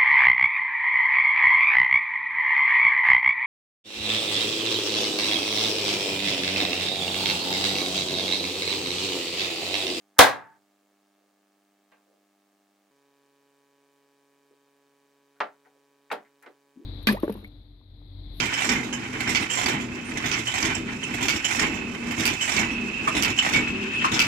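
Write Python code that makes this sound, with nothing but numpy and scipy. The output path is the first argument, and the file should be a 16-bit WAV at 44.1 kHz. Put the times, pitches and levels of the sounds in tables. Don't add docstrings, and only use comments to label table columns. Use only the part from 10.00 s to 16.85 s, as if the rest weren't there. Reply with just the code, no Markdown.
import sys
import numpy as np
from scipy import signal
from scipy.fft import irfft
from scipy.io import wavfile
from scipy.ndimage import uniform_filter1d

SR = 44100
rng = np.random.default_rng(int(sys.argv[2]) if len(sys.argv) > 2 else 0)


def waveform_to_disk(signal):
    frames = np.transpose(np.atleast_2d(signal))
    scaled = np.clip(frames, -1, 1) * 32767
    samples = np.round(scaled).astype(np.int16)
    wavfile.write(sys.argv[1], SR, samples)


N = 302085

FAST_FROM_S, FAST_SPEED = 2.91, 1.401
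BUZZ_HZ, BUZZ_ON_SHARE = 100.05, .2055


def from_db(db):
    return 10 ** (np.asarray(db) / 20)


def at_hz(points, hz):
    points = np.array(points)
    return np.interp(np.log(hz), np.log(points[:, 0]), points[:, 1])


def pan(db):
    return from_db(np.array([[db], [-db]]) / 2)


def add(out, s, sound):
    start = round(s * SR)
    out[:, start:start + sound.shape[1]] += sound[:, :N - start]


def noise_bands(spectrum, likeness, size):
    edges = np.geomspace(30, 17000, 28)
    centres = np.sqrt(edges[1:] * edges[:-1])
    power = from_db(at_hz(spectrum, centres)) ** 2 * np.diff(edges)
    bands = []
    for k, hz in enumerate(centres):
        band = signal.butter(2, edges[k:k + 2], "band", fs=SR, output="sos")
        pair = signal.sosfilt(band, rng.standard_normal((2, size + 4000)))[:, 4000:]
        mid, side = pair / pair.std(axis=1, keepdims=True)
        alike = np.clip(at_hz(likeness, hz), -1, 1)
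        stereo = np.sqrt(1 + alike) * mid + np.sqrt(1 - alike) * side * [[1], [-1]]
        bands.append(np.sqrt(power[k] / power.sum() / 2) * stereo)
    return centres, np.array(bands)


def hiss():
    # (frequency [Hz], relative level [dB per Hz])
    colour = [(50, -37.5), (90, -26.5), (130, -14), (250, 1), (500, 3.5), (1000, -1.5), (2000, -5),
              (4000, -8), (8000, -9.5), (10500, -12), (12500, -18), (15500, -10)]
    # (frequency [Hz], left-right likeness [-1 to 1])
    likeness = [(100, 0.56), (1000, .5), (8000, .4), (15000, 0.54)]
    _, bands = noise_bands(colour, likeness, size=N)
    return bands.sum(axis=0)


def buzz(speed, first_edge=0.62, low_cut_hz=200):
    # (frequency at normal speed [Hz], level [dB])
    colour = [(100, 0), (200, -3), (300, -2), (400, -5), (500, -7), (700, -9.5), (1100, -14), (1700, -17.5),
              (2400, -22), (4000, -30), (7000, -41), (11000, -46)]
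    harmonic = np.arange(1, 111)
    hz = harmonic * BUZZ_HZ
    edges = first_edge - np.exp(-2j * np.pi * harmonic * BUZZ_ON_SHARE)
    _, low_cut = signal.freqs(*signal.butter(4, low_cut_hz, "high", analog=True), hz * speed)
    cycle = irfft(np.r_[0, edges * low_cut * from_db(at_hz(colour, hz))], 4096)
    phase = np.arange(N) / SR * BUZZ_HZ * speed
    return np.interp(phase, np.arange(len(cycle)) / len(cycle), cycle * len(cycle) / 2, period=1)


def sizzle(speed, relative_db=-13, spark_s=.0006, band_hz=(2500, 8500)):
    since_edge_s = (np.arange(N) / SR * BUZZ_HZ * speed - BUZZ_ON_SHARE) % 1 / BUZZ_HZ
    sparks = rng.standard_normal(N) * np.exp(-since_edge_s / spark_s)
    sparks = signal.sosfilt(signal.butter(2, band_hz, "band", fs=SR, output="sos"), sparks)
    return from_db(relative_db) * sparks / sparks.std()


def quiver(touches_per_s=2500, tone_hz=893, attack_s=.012, release_s=.025, fade_db_per_s=102):
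    # (pitch [Hz], width [Hz], relative level [dB])
    modes = [(893, 13, -6.5), (990, 30, -16), (1285, 62, -17), (1510, 44, -15.5), (1640, 60, -12),
             (1300, 400, -26.5)]
    # (start [s], length [s], level [dB])
    quivers = [(.162, .025, -56.5), (0.328, 0.244, -42.5)]
    out, t = np.zeros((2, N)), np.arange(SR) / SR
    touches = (rng.random((2, SR)) < touches_per_s / SR) * rng.standard_normal((2, SR)) + 1e-18
    mid, side = sum(from_db(db) * signal.lfilter(*signal.iirpeak(hz, hz / width, fs=SR), touches)
                    for hz, width, db in modes)
    soft = signal.butter(4, 1950, fs=SR, output="sos")
    sound = signal.sosfilt(soft, mid + from_db(-7) * side * [[1], [-1]])
    power = uniform_filter1d(np.mean(sound ** 2, axis=0), SR // 25)
    sound /= np.sqrt(power + 1e-12)
    sound += from_db(3.5) * np.sin(2 * np.pi * tone_hz * t)
    for s, length, level_db in quivers:
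        age = np.maximum(t - s, 0)
        gate = np.clip(np.minimum(age / attack_s, 1 - (age - length) / release_s), 0, 1)
        add(out, 0, sound * gate * from_db(level_db - fade_db_per_s * age))
    return out


def ticks(fast, bass_db=-11, treble_db=-3, sparkle_db=13.5):
    # (time [s], level [dB])
    jumps = [(0.1848, -22), (6.1190, -42.5), (6.1244, -39), (6.4250, -51.5)]
    return [(s, level_db, bass_db, treble_db, sparkle_db, 0)
            for s, level_db in jumps if (s > FAST_FROM_S) == fast]


def landings(rows, body_s, rebound_s, edge_db, edge_bass_db, edge_treble_db,
             rebound_db, rebound_bass_db, sparkle_db, sparkle_per_hardness):
    stages = [(0, edge_db, edge_bass_db, edge_treble_db),
              (body_s, 0, 0, 0),
              (rebound_s, rebound_db, rebound_bass_db, 0)]
    hits = []
    for s, level_db, weight_db, hardness_db, pan_db in rows:
        for lag_s, gain_db, bass_db, treble_db in stages:
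            top_db = sparkle_db + sparkle_per_hardness * hardness_db + treble_db
            hits.append((s + lag_s, level_db + gain_db, weight_db + bass_db,
                         hardness_db + treble_db, top_db, pan_db))
    return hits


def contacts(hits, modes, crack_colour, wash_colour, crack_db, crack_fade_s, wash_db, wash_speed,
             wash_build_s, ring_db, ring_spread_db, rise_s, skew_radians):
    # (frequency [Hz], time to fade 60 dB at normal speed [s])
    wash_times = [(50, .3), (120, .5), (300, .33), (900, .33), (1700, .33), (3000, .245), (7000, .215),
                  (15000, .185)]
    # (frequency [Hz], left-right likeness [-1 to 1])
    wash_likeness = [(60, .7), (300, 1), (1200, .6), (3000, .5), (7000, -0.032), (15000, -.15)]
    # (frequency [Hz], left-right likeness [-1 to 1])
    crack_likeness = [(60, 0.52), (1200, 0.99), (4000, 0.97), (8000, -0.16), (14000, -.6)]
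    out, t = np.zeros((2, N)), np.arange(SR // 2) / SR
    centres, crack = noise_bands(crack_colour, crack_likeness, size=2 * len(t))
    _, wash = noise_bands(wash_colour, wash_likeness, size=2 * len(t))
    band_hz = centres[:, None, None]
    mode_hz, mode_db, ring_s = np.transpose(modes)
    ring_s = np.minimum(ring_s, .34 * np.maximum(1, 200 / mode_hz))
    fade = -np.log(1000) * t
    crack_fade = from_db(crack_db) * np.exp(fade / crack_fade_s * (band_hz / 1000) ** .25)
    gather = 1 - np.exp(-t / wash_build_s)
    wash_fade = from_db(wash_db) * gather * np.exp(fade * wash_speed / at_hz(wash_times, band_hz))
    attack = 1 - np.exp(-t / rise_s)
    for s, level_db, bass_db, treble_db, sparkle_db, pan_db in hits:
        colour = [(300, bass_db), (1200, 0), (4000, treble_db), (12000, sparkle_db)]
        start = rng.integers(len(t))
        part = slice(start, start + len(t))
        bands = crack[..., part] * crack_fade + wash[..., part] * wash_fade
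        sound = np.tensordot(from_db(at_hz(colour, centres)), bands, axes=1)
        strength, skew = rng.standard_normal((2, len(modes)))
        gains = from_db(ring_db + mode_db + at_hz(colour, mode_hz) + ring_spread_db * strength)
        for k, hz in enumerate(mode_hz):
            ring = np.sin(2 * np.pi * hz * t + skew_radians * skew[k] * np.array([[1], [-1]]))
            sound += (-1) ** k * gains[k] * np.exp(fade / ring_s[k]) * ring
        add(out, s, sound * attack * from_db(level_db) * pan(pan_db))
    return out


def sheet_snaps():
    # (time [s], level [dB], bass [dB], treble [dB], pan left [dB])
    snaps = [(0.1896, 1, -0.5, -2, 0), (1.917, -51.5, -5, -12, -2)]
    # (pitch [Hz], relative level [dB], time to fade 60 dB before friction [s])
    modes = [(128, -27.5, .55), (277, -10.5, 0.37), (423.4, -13.5, 0.38), (497.5, 1, .2), (581, -2, 0.2),
             (642, -6, .22), (747, -6.5, 0.4), (816.3, -6, 0.48), (849, -2, .24), (1029, -6, 0.3),
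             (1097, -11, 0.57), (1137, -8, 0.44), (1193, -8, 0.22), (1423, -12.5, 0.31),
             (1564, -10.5, 0.34), (1580, -7, .27), (1640, -5, .32), (1777.3, -12, 0.54), (1956, -11.5, .23),
             (3790, -13.5, .21)]
    # (frequency [Hz], relative level [dB per Hz])
    crack = [(40, -7), (200, -11.5), (700, -0.5), (1500, -1), (4000, -7.5), (8000, -6.5), (16000, -11)]
    # (frequency [Hz], relative level [dB per Hz])
    wash = [(40, -33.5), (75, -25), (120, -15.5), (220, -14), (450, -1.5), (850, 4), (1180, -3.5),
            (1650, 0.5), (2400, -6.5), (3100, -8), (3750, -4.5), (4500, -11), (7000, -14.5), (11000, -16),
            (16000, -17.5)]
    hits = ticks(fast=False) + landings(
        snaps, body_s=.002, rebound_s=.0152, edge_db=-7.5, edge_bass_db=-8, edge_treble_db=11.5,
        rebound_db=-6.5, rebound_bass_db=-0.5, sparkle_db=2.08, sparkle_per_hardness=2.4)
    return contacts(hits, modes, crack, wash, crack_db=0, crack_fade_s=.04,
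                    wash_db=-8, wash_speed=1, wash_build_s=.006,
                    ring_db=-13, ring_spread_db=2.5, rise_s=.0003, skew_radians=0.67)


def rubbing(rows, width, side_db):
    out, t = np.zeros((2, N)), np.arange(SR // 2) / SR
    for s, level_db, hz, rise_s in rows:
        band = signal.butter(4, [hz * np.exp(-width), hz * np.exp(width)], "band", fs=SR, output="sos")
        mid, side = signal.sosfilt(band, rng.standard_normal((2, SR)))[:, -len(t):]
        noise = (mid + from_db(side_db) * side * [[1], [-1]]) / mid.std()
        swell = t / rise_s * np.exp(1 - t / rise_s)
        add(out, s, from_db(level_db) * swell * noise)
    return out


def finger_nudges():
    # (time [s], level
    # [dB], pitch [Hz], rise time [s])
    presses = [(1.17, -74, 500, 0.046), (2.064, -68, 450, 0.04), (4.504, -63.5, 407, 0.013),
               (5.74, -71.5, 516, 0.022), (6.46, -50, 388, 0.015), (6.78, -53, 295, 0.04)]
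    # (time [s], level [dB], pitch [Hz], rise time [s])
    rustles = [(1.915, -67, 2120, 0.017), (5.360, -69, 1500, 0.0081), (5.645, -65.5, 1710, 0.014),
               (6.101, -44, 1910, 0.0035), (6.246, -64.5, 1770, 0.012), (6.427, -56.5, 1760, 0.012)]
    return rubbing(presses, width=0.33, side_db=-7.5) + rubbing(rustles, width=0.26, side_db=-8)


def hull_clacks(low_cut_hz=230, grip_damping=1.093):
    # (time [s], level [dB], bass [dB], treble [dB], pan left [dB])
    clacks = [(5.4038, -18, -3.5, -18, 0), (5.655, -58, 8, -24, 5), (6.1040, -35, 5, -23, 8),
              (6.1145, -23.5, 6, -11, 0), (6.166, -51, -3, -18, 3), (6.433, -50, -4, -22, 5),
              (6.4615, -42, -13, -14.5, -2)]
    # (pitch [Hz], relative level [dB], time to fade 60 dB [s])
    modes = [(415, -8, .2), (479, -6, .19), (595, -2, .19), (705, -5, .18), (759, -1, .19), (872, -2, .16),
             (1184, -5, .14), (1351, -7, .16), (1470, -3, .14), (1841, -9, .15), (2035, -6, .12),
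             (2207, -11, .11), (2379, -11, .13)]
    # (frequency [Hz], relative level [dB per Hz])
    crack = [(40, -38), (150, -22), (300, -33), (700, 1.5), (1800, 7.5), (4000, -10), (8000, -8.5),
             (16000, -15)]
    # (frequency [Hz], relative level [dB per Hz])
    wash = [(40, -28), (170, -20.5), (260, -10.5), (420, -14.5), (720, -3), (1100, -9), (1750, -6),
            (2400, -10.5), (4000, -13), (7000, -23), (11000, -23), (16000, -37)]
    hits = ticks(fast=True) + landings(
        clacks, body_s=.0046, rebound_s=.0112, edge_db=1.27, edge_bass_db=-3.5, edge_treble_db=11,
        rebound_db=-2.5, rebound_bass_db=4.5, sparkle_db=-11, sparkle_per_hardness=1.94)
    sound = contacts(hits, modes, crack, wash, crack_db=-2.5, crack_fade_s=.05,
                     wash_db=-10.5, wash_speed=FAST_SPEED * grip_damping, wash_build_s=.0016,
                     ring_db=-16.5, ring_spread_db=5.5, rise_s=.00023, skew_radians=0.6)
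    return signal.sosfilt(signal.butter(2, low_cut_hz, "high", fs=SR, output="sos"), sound)


def hand_bumps(pitch_hz=266, rise_s=.006, pan_db=4):
    # (time [s], level [dB])
    bumps = [(6.758, -50.5), (6.770, -40), (6.792, -43)]
    out, t = np.zeros((2, N)), np.arange(SR // 2) / SR
    swell = (t / rise_s * np.exp(1 - t / rise_s)) ** 2
    for s, level_db in bumps:
        add(out, s, from_db(level_db) * pan(pan_db) * swell * np.sin(2 * np.pi * pitch_hz * t))
    return out


def scene():
    faint_hiss = from_db(-73) * hiss()
    handling = sheet_snaps() + quiver() + hull_clacks() + finger_nudges() + hand_bumps()
    normal_buzz = from_db(-72) * (buzz(speed=1) + sizzle(speed=1))
    fast_buzz = from_db(-70) * (buzz(FAST_SPEED) + sizzle(FAST_SPEED))
    faint_buzz = np.where(np.arange(N) / SR > FAST_FROM_S, fast_buzz, normal_buzz)
    return handling + (faint_buzz + faint_hiss) * pan(-0.65)


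def record(dry, cutoff_hz=15850):
    clipped = np.clip(dry, -1, 1)
    return signal.sosfilt(signal.ellip(10, .1, 80, cutoff_hz, fs=SR, output="sos"), clipped)


dry = scene()
out = record(dry)
waveform_to_disk(out)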